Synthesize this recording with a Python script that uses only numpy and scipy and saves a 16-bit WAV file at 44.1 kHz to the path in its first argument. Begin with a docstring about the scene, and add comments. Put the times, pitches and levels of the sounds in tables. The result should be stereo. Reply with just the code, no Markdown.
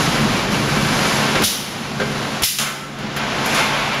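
"""A reverberant workshop with a steel mesh welding machine running.
Steel parts clank and ring the frame and mesh. Twice an air valve ticks and exhausts as the cylinder
thuds; near the end the mesh is dragged forward. Underneath, wires and rollers rattle, the drive rumbles
and wires hiss in their guides. A gain control ducks under the loud peaks and creeps back."""
import sys
import numpy as np
from scipy import signal
from scipy.fft import rfft, irfft, next_fast_len
from scipy.io import wavfile
from scipy.ndimage import map_coordinates

SR = 44100
rng = np.random.default_rng(int(sys.argv[2]) if len(sys.argv) > 2 else 0)


def waveform_to_disk(signal):
    """Save audio, clipped to [-1, 1], as 16-bit WAV at the path in sys.argv[1]."""
    frames = np.transpose(np.atleast_2d(signal))
    scaled = np.clip(frames, -1, 1) * 32767
    samples = np.round(scaled).astype(np.int16)
    wavfile.write(sys.argv[1], SR, samples)


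N = 176400
TIME_S = np.arange(N) / SR

# Levels within spectra, modes and peaks are relative.
# steel blows: t/s, knock/dB, clank/dB, crack/dB, clank t60/s, mesh shake/dB
BLOWS = [(0.766, -26, -28.5, -45, 0.12, -40), (1.352, -16, -12.5, -30, 0.14, -21),
         (1.999, -15.5, -16.5, -33, 0.11, -39), (2.015, -14, -21, -45, 0.11, -37),
         (2.434, -28, -12, -5, 0.055, -35), (2.586, -22, -8, 4.5, 0.085, -16.5),
         (2.597, -21, -15, -4, 0.32, -17), (2.614, -21, -14, -11.5, 0.67, -21),
         (2.665, -35, -26, -30, 0.2, -21), (2.985, -32, -30, -31, 0.25, -32),
         (3.162, -27, -19, -28, 0.33, -22.5), (3.457, -27, -48, -22.5, 0.25, -33),
         (3.545, -40, -35, -18, 0.17, -33), (3.599, -33, -30, -36, 0.13, -18.5)]
# ringing of housing, frame, wire mesh and bed: f/Hz, level/dB, t60/s
HOUSING_MODES = [(222.3, 0, 0.15), (410, -2, 0.11), (526, -2, 0.14), (1570, -5, .17)]
FRAME_MODES = [(386, -5.5, 0.38), (536, 3, 0.14), (804, -7.5, 0.29), (901, -6.5, 0.71), (1090, 8, 0.24),
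               (1336, 7, 0.31), (1543, 8, 0.21), (2097, -1.5, .5), (2307, 11, 0.18), (2715, 8, 0.19),
               (3085, 6.5, 0.12), (3970, 2, 0.25)]
MESH_MODES = [(679, 4, 0.24), (887, 6, 0.47), (1027, 4.5, 0.32), (1097, 6, 0.58), (1190, -4, 0.49),
              (1343, 0, 0.75), (1450, 2, .4), (1503, 5, .35), (1577, 5.5, 0.39), (2120, 8.5, .25),
              (2240, 3, .2), (2400, 4, .23), (3590, 7, 0.19)]
BED_MODES = [(146.6, -5, 0.3), (217.6, 2.5, 0.21)]
# body and bright edge of a blow: f/Hz, level/dB
CLANK_SPECTRUM = [(100, -23), (300, -35), (600, 6.5), (1000, -1), (1350, 8.5), (1580, 5.5), (2000, 2.5),
                  (2300, 0.5), (4000, -5.5), (7000, -14.5), (14000, -37)]
CRACK_SPECTRUM = [(600, -28), (1800, -2), (2800, 8.5), (5000, 4.5), (7500, 6), (11000, 1.5), (15000, -12)]
# air blasts: t/s, hiss/dB, tick/dB, thud/dB, hold/s, port resonance/dB
BLASTS = [(1.422, -1.5, -15, -11, 0.022, -3), (2.421, 3.5, -13, -9, 0.016, -13)]
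# exhaust air and cylinder thud: f/Hz, level/dB
AIR_SPECTRUM = [(300, -55), (1200, -9), (2000, -0.5), (3000, 2.5), (4500, 3.5), (6000, 6.5), (7500, 3),
                (11000, 3), (13000, 0.5), (15500, -10)]
THUD_SPECTRUM = [(25, -17), (70, 8), (130, 7), (300, -6), (1000, -9.5), (3000, -1), (8000, -40)]
# resonances of exhaust port and wire ends: f/Hz, width/Hz, level/dB
PORT_PEAKS = [(3050, 450, 1), (3550, 300, -4), (3920, 320, 2), (4460, 240, -2), (5300, 260, -1),
              (5810, 320, -1), (9380, 350, -2), (10120, 350, -3)]
WIRE_PEAKS = [(9400, 220, -6), (10700, 200, 4), (11800, 400, 0), (12550, 350, -5), (13600, 300, -8)]
# heavy parts hitting stops, wire ends snapping free: t/s, level/dB
THUMPS = [(.195, -13.5), (.76, -15), (1.35, -16), (2.06, -33), (2.595, -9)]
PINGS = [(.52, -33), (3.163, -21.5), (3.457, -24), (3.94, -38)]
# course of mesh drag and motor drone: t/s, level/dB
DRAG_LEVELS = [(3.15, -66), (3.18, -37), (3.45, -27.5), (3.54, -25), (3.61, -16.5), (3.67, -21), (4, -25)]
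DRONE_LEVELS = [(0, 0), (.45, -1.5), (.8, -1), (1.05, 0.5), (1.28, 2.5), (1.7, -4.5), (2.1, -3),
                (2.4, -6.5), (2.68, 1), (2.88, -3.5), (3.03, 1), (3.3, -8), (4, -5.5)]
# running machine: t/s, rumble/dB, rattle/dB, scrape/dB
RUNNING_LEVELS = [(0, -19, -17, -24), (.2, -22, -19, -28), (.38, -21.5, -19, -29), (.49, -24, -22, -34),
                  (.53, -21.5, -20.5, -28), (.65, -22.5, -20.5, -29.5), (.8, -20.5, -19.5, -27.5),
                  (1.1, -25.5, -17, -23), (1.3, -26, -19, -27.5), (1.42, -18, -19, -28.5),
                  (1.55, -25, -20.5, -35), (1.8, -27, -23, -32), (1.97, -26.5, -26, -36.5),
                  (2.1, -28.5, -25, -34.5), (2.38, -32, -24, -34), (2.58, -25.5, -29, -51),
                  (2.92, -29, -30, -42), (3.02, -26, -24, -40), (3.15, -33, -23.5, -42),
                  (3.2, -29, -23, -39), (3.42, -28, -22, -34), (3.6, -26, -15.5, -21.5),
                  (3.7, -28.5, -21, -30), (4, -30.5, -23.5, -38)]
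# noise of dragged mesh, rollers, drive and wire guides: f/Hz, level/dB
DRAG_SPECTRUM = [(250, -19), (650, -5), (920, 3), (1250, -3), (1700, -4.5), (2300, 1.5), (3500, -5),
                 (6000, -21), (10000, -49)]
RATTLE_SPECTRUM = [(100, -54), (250, -18), (400, 0), (600, 1.5), (900, 1), (1400, -0.5), (2000, -3),
                   (3000, -4.5), (4500, -9), (7000, -17), (10000, -34), (15000, -51)]
RUMBLE_SPECTRUM = [(20, -21), (50, -8), (85, -13.5), (115, -3), (165, -2), (215, -1), (270, -3.5),
                   (330, -6), (500, -18), (1500, -61)]
SCRAPE_SPECTRUM = [(1000, -5), (3000, -1), (5000, 7), (7500, 3), (11000, 0.5), (13000, -8.5), (14200, -17),
                   (15500, -57)]
# motor tones: f/Hz, width/Hz, level/dB
DRONE_LINES = [(141.6, 3, -29.5), (205, 4, -33.5), (217, 5, -30.5), (292.3, 4, -39.5), (360, 2.3, -42.5),
               (384, 4.6, -41.5)]
# workshop decay: f/Hz, t60/s
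HALL_T60_S = [(100, 0.23), (500, 2), (1500, 1.36), (4000, 0.78), (8000, 0.7), (14000, 0.55)]
# stereo width: f/Hz, side over mid/dB
WIDTH_DB = [(60, -26), (130, -36), (250, -23), (500, -21), (1000, -10), (2000, -7.5), (4000, -3),
            (8000, -0.5), (13000, 0.5)]
# stereo balance: f/Hz, left over right/dB
BALANCE_DB = [(400, 0), (1200, -1), (2400, -.5), (4400, -0.5), (8000, 0.8), (13000, 0.5)]

BLOW_RISE_S = 0.0018


def steel_blows(crack_t60_ratio=0.63, frame_db=-7.5, hall_db=-10):
    """Steel strikes steel: a low knock, a crack and a clank that rings the frame."""
    knock = struck(BLOWS, HOUSING_MODES, rise_s=0.002)
    clank_env, crack_env = 0, 0
    for start_s, _, clank_db, crack_db, t60_s, _ in BLOWS:
        clank_env += amp(clank_db) * burst(start_s, BLOW_RISE_S, t60_s)
        crack_env += amp(crack_db) * burst(start_s, 0.00052, crack_t60_ratio * t60_s)
    impact = clank_env * noise(CLANK_SPECTRUM) + crack_env * noise(CRACK_SPECTRUM)
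    frame = ring(clank_env * rng.standard_normal(N), FRAME_MODES)
    direct = knock + impact + amp(frame_db) * frame
    return direct + amp(hall_db) * hall(direct)


def mesh_ring(shake_t60_s=0.29):
    """Each blow shakes the wire mesh, which rings on."""
    shake_env = sum(amp(db) * burst(start_s, BLOW_RISE_S, shake_t60_s) for start_s, *_, db in BLOWS)
    return ring(shake_env * rng.standard_normal(N), MESH_MODES)


def air_blasts(valve_lag_s=0.013, hall_db=-4.5):
    """The valve ticks, the cylinder thuds; the exhaust holds, then dies with the falling pressure."""
    air, thud_env = 0, 0
    for start_s, hiss_db, tick_db, thud_db, hold_s, port_db in BLASTS:
        tick_env = amp(tick_db) * burst(start_s, rise_s=0.00064, t60_s=0.061)
        hiss_env = amp(hiss_db) * burst(start_s + valve_lag_s, rise_s=0.0087, t60_s=0.37, hold_s=hold_s)
        jet = unit(noise(AIR_SPECTRUM) + amp(port_db) * resonant_noise(PORT_PEAKS))
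        air += (tick_env + hiss_env) * jet
        thud_env += amp(thud_db) * burst(start_s, rise_s=0.013, t60_s=0.18)
    return air + amp(hall_db) * hall(air) + thud_env * noise(THUD_SPECTRUM)


def bed_thumps():
    """Heavy parts reach their stops; the bed booms in two low modes."""
    return struck(THUMPS, BED_MODES, rise_s=0.012)


def mesh_drag(ring_db=-5):
    """The finished mesh grates and rings as it is pulled over its table."""
    grating = noise(DRAG_SPECTRUM)
    ringing = unit(ring(rng.standard_normal(N), MESH_MODES))
    return amp(over_time(DRAG_LEVELS)) * unit(grating + amp(ring_db) * ringing)


def wire_pings(t60_s=0.087):
    """Wire ends snap free and ring high in the treble."""
    envelope = sum(amp(db) * burst(start_s, BLOW_RISE_S, t60_s) for start_s, db in PINGS)
    return envelope * resonant_noise(WIRE_PEAKS)


def rattle(level_db, contacts_per_s=260, spread_db=3.5, contact_db=-9.5, frame_db=-12):
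    """Small contacts of wires and rollers ring the frame and merge into a roar."""
    count = int(contacts_per_s * N / SR)
    when, strength, polarity = rng.random((count, 3)).T
    size_db = spread_db * np.minimum(-np.log(1 - strength), 4)
    hits = np.bincount((when * N).astype(int), amp(size_db) * np.sign(polarity - 0.5), N)
    contact_env = burst(0, rise_s=0.0001, t60_s=0.049)[:SR // 8]
    energy = signal.fftconvolve(hits ** 2, contact_env ** 2)[:N]
    contacts = unit(np.sqrt(np.abs(energy)) * noise(RATTLE_SPECTRUM))
    roar = noise(RATTLE_SPECTRUM) + amp(contact_db) * contacts
    frame = unit(ring(hits, FRAME_MODES))
    return amp(level_db + 0.4 * wobble(rate_hz=22.08)) * unit(roar + amp(frame_db) * frame)


def drive_rumble(level_db):
    """The drive rumbles with its load."""
    return amp(level_db + 0.7 * wobble(rate_hz=14)) * noise(RUMBLE_SPECTRUM)


def motor_drone(waver_db=1.5, jitter_rad=0.63):
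    """The motor's tones waver slightly in level and phase."""
    drone = 0
    for hz, width_hz, db in DRONE_LINES:
        peak = np.sqrt(2) * amp(db + waver_db * wobble(rate_hz=9.3))
        drone += peak * np.sin(2 * np.pi * hz * TIME_S + jitter_rad * wobble(2 * width_hz))
    return amp(over_time(DRONE_LEVELS)) * drone


def wire_scrape(level_db):
    """Wires hiss as they slide through their guides."""
    return amp(level_db + 0.3 * wobble(rate_hz=18)) * noise(SCRAPE_SPECTRUM)


def hall(x, build_up_s=0.0093):
    """Workshop reverberation; the mids ring longest."""
    hz, t, frames = signal.stft(rng.standard_normal((2, SR)), SR, nperseg=256)
    decay = amp(-60 * t / over_freq(HALL_T60_S, hz)[:, None])
    tail = signal.istft(frames * decay, SR, nperseg=256)[1]
    tail_s = np.arange(tail.shape[1]) / SR
    tail *= 1 - np.exp(-(tail_s / build_up_s) ** 2)
    mid_side = np.array([x[0] + x[1], x[0] - x[1]]) / 2
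    mid, side = signal.fftconvolve(mid_side, tail / np.linalg.norm(tail[0]), axes=1)[:, :N]
    return np.array([mid + side, mid - side])


def struck(hits, modes, rise_s):
    """Each hit sets the modes of a heavy part swinging."""
    sound = np.zeros(N)
    for start_s, hit_db, *_ in hits:
        for hz, mode_db, t60_s in modes:
            tone = np.sin(2 * np.pi * (hz * TIME_S + rng.random()))
            sound += amp(hit_db + mode_db) * burst(start_s, rise_s, t60_s) * tone
    return sound


def ring(force, modes):
    """Stereo response of a steel part's modes to a force."""
    t = np.arange(SR * 3 // 4) / SR
    response = 0
    for hz, db, t60_s in modes:
        phase_rad = rng.normal(0, 0.4, (2, 1))
        response += amp(db - 60 * t / t60_s) * np.sin(2 * np.pi * hz * t + phase_rad)
    return signal.fftconvolve(force[None], response / np.linalg.norm(response[0]), axes=1)[:, :N]


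def burst(start_s, rise_s, t60_s, hold_s=0):
    """Envelope: rise, hold, decay."""
    envelope, first = np.zeros(N), int(start_s * SR)
    t = np.arange(min(int((hold_s + 1.5 * t60_s) * SR), N - first)) / SR
    decay = amp(-60 * np.maximum(t - hold_s, 0) / t60_s)
    envelope[first:first + len(t)] = (1 - np.exp(-t / rise_s)) * decay
    return envelope


def noise(spectrum):
    """Stereo noise with the given spectrum."""
    return stereo_noise(lambda hz: amp(over_freq(spectrum, hz)))


def resonant_noise(peaks):
    """Stereo noise in narrow resonances."""
    return stereo_noise(lambda hz: sum(
        amp(db) / np.sqrt(width_hz) / (1 + (2 * (hz - peak_hz) / width_hz) ** 2)
        for peak_hz, width_hz, db in peaks))


def stereo_noise(response):
    """Shaped noise of rms 1: bass central, treble wide."""
    width = lambda hz: np.array([np.ones_like(hz), amp(over_freq(WIDTH_DB, hz))])
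    mid, side = filtered(rng.standard_normal((2, N)), lambda hz: response(hz) * width(hz))
    return unit(np.array([mid + side, mid - side]))


def filtered(x, response):
    """Zero-phase filter with gain response(hz)."""
    size = next_fast_len(N + SR // 2)
    return irfft(rfft(x, size) * response(np.fft.rfftfreq(size, 1 / SR)), size)[..., :N]


def wobble(rate_hz):
    """Smooth random curve with knots at rate_hz."""
    return map_coordinates(rng.standard_normal(N // 100), [TIME_S * rate_hz], mode="wrap")


def over_time(table, column=1):
    """One column, interpolated per sample."""
    columns = np.transpose(table)
    return np.interp(TIME_S, columns[0], columns[column])


def over_freq(table, hz):
    """Table interpolated on a log frequency axis."""
    knots_hz, values = np.transpose(table)
    return np.interp(np.log(hz + 1), np.log(knots_hz + 1), values)


def amp(db):
    """dB to gain."""
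    return 10 ** (np.asarray(db) / 20)


def unit(x):
    """Scale to rms 1."""
    return x / np.sqrt(np.mean(x ** 2) + 1e-20)


def scene():
    """The whole machine; mids slightly right, top treble slightly left."""
    rumble_db, rattle_db, scrape_db = (over_time(RUNNING_LEVELS, column) for column in (1, 2, 3))
    running = motor_drone() + drive_rumble(rumble_db) + rattle(rattle_db) + wire_scrape(scrape_db)
    events = mesh_drag() + air_blasts() + wire_pings() + steel_blows() + mesh_ring() + bed_thumps()
    balance = lambda hz: amp(over_freq(BALANCE_DB, hz) * np.array([[0.5], [-0.5]]))
    return filtered(events + running, balance)


def smooth(x, tau_s):
    """One-pole low-pass."""
    pole = np.exp(-1 / (tau_s * SR))
    return signal.lfilter([1 - pole], [1, -pole], x)


def gain_control(x, threshold_db=-14, release_db_per_s=19, attack_s=0.0018, look_ahead_s=0.0017):
    """Gain drops fast above the threshold and recovers slowly."""
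    power = smooth(np.mean(x ** 2, axis=0), tau_s=0.0098)
    over_db = np.maximum(10 * np.log10(power + 1e-12) - threshold_db, 0)
    release_db = release_db_per_s * TIME_S
    cut_db = smooth(np.maximum.accumulate(over_db + release_db) - release_db, attack_s)
    return x * amp(-np.interp(TIME_S + look_ahead_s, TIME_S, cut_db))


def record(dry):
    """Gain control, soft clipping, a narrow treble notch and a band limit."""
    ceiling, knee = 0.73, 2.6
    notch_hz, width_hz, skirt_hz, top_hz = 8245, 210, 373, 15750
    ducked = gain_control(dry)
    clipped = ducked / (1 + np.abs(ducked / ceiling) ** knee) ** (1 / knee)
    notch = lambda hz: (1 - np.exp(-((hz - notch_hz) / width_hz) ** 2)) ** 2
    skirt = lambda hz: 1 - 1 / (1 + ((hz - notch_hz) / skirt_hz) ** 2)
    return filtered(clipped, lambda hz: notch(hz) * skirt(hz) * (hz < top_hz))


dry = scene()
out = record(dry)
waveform_to_disk(out)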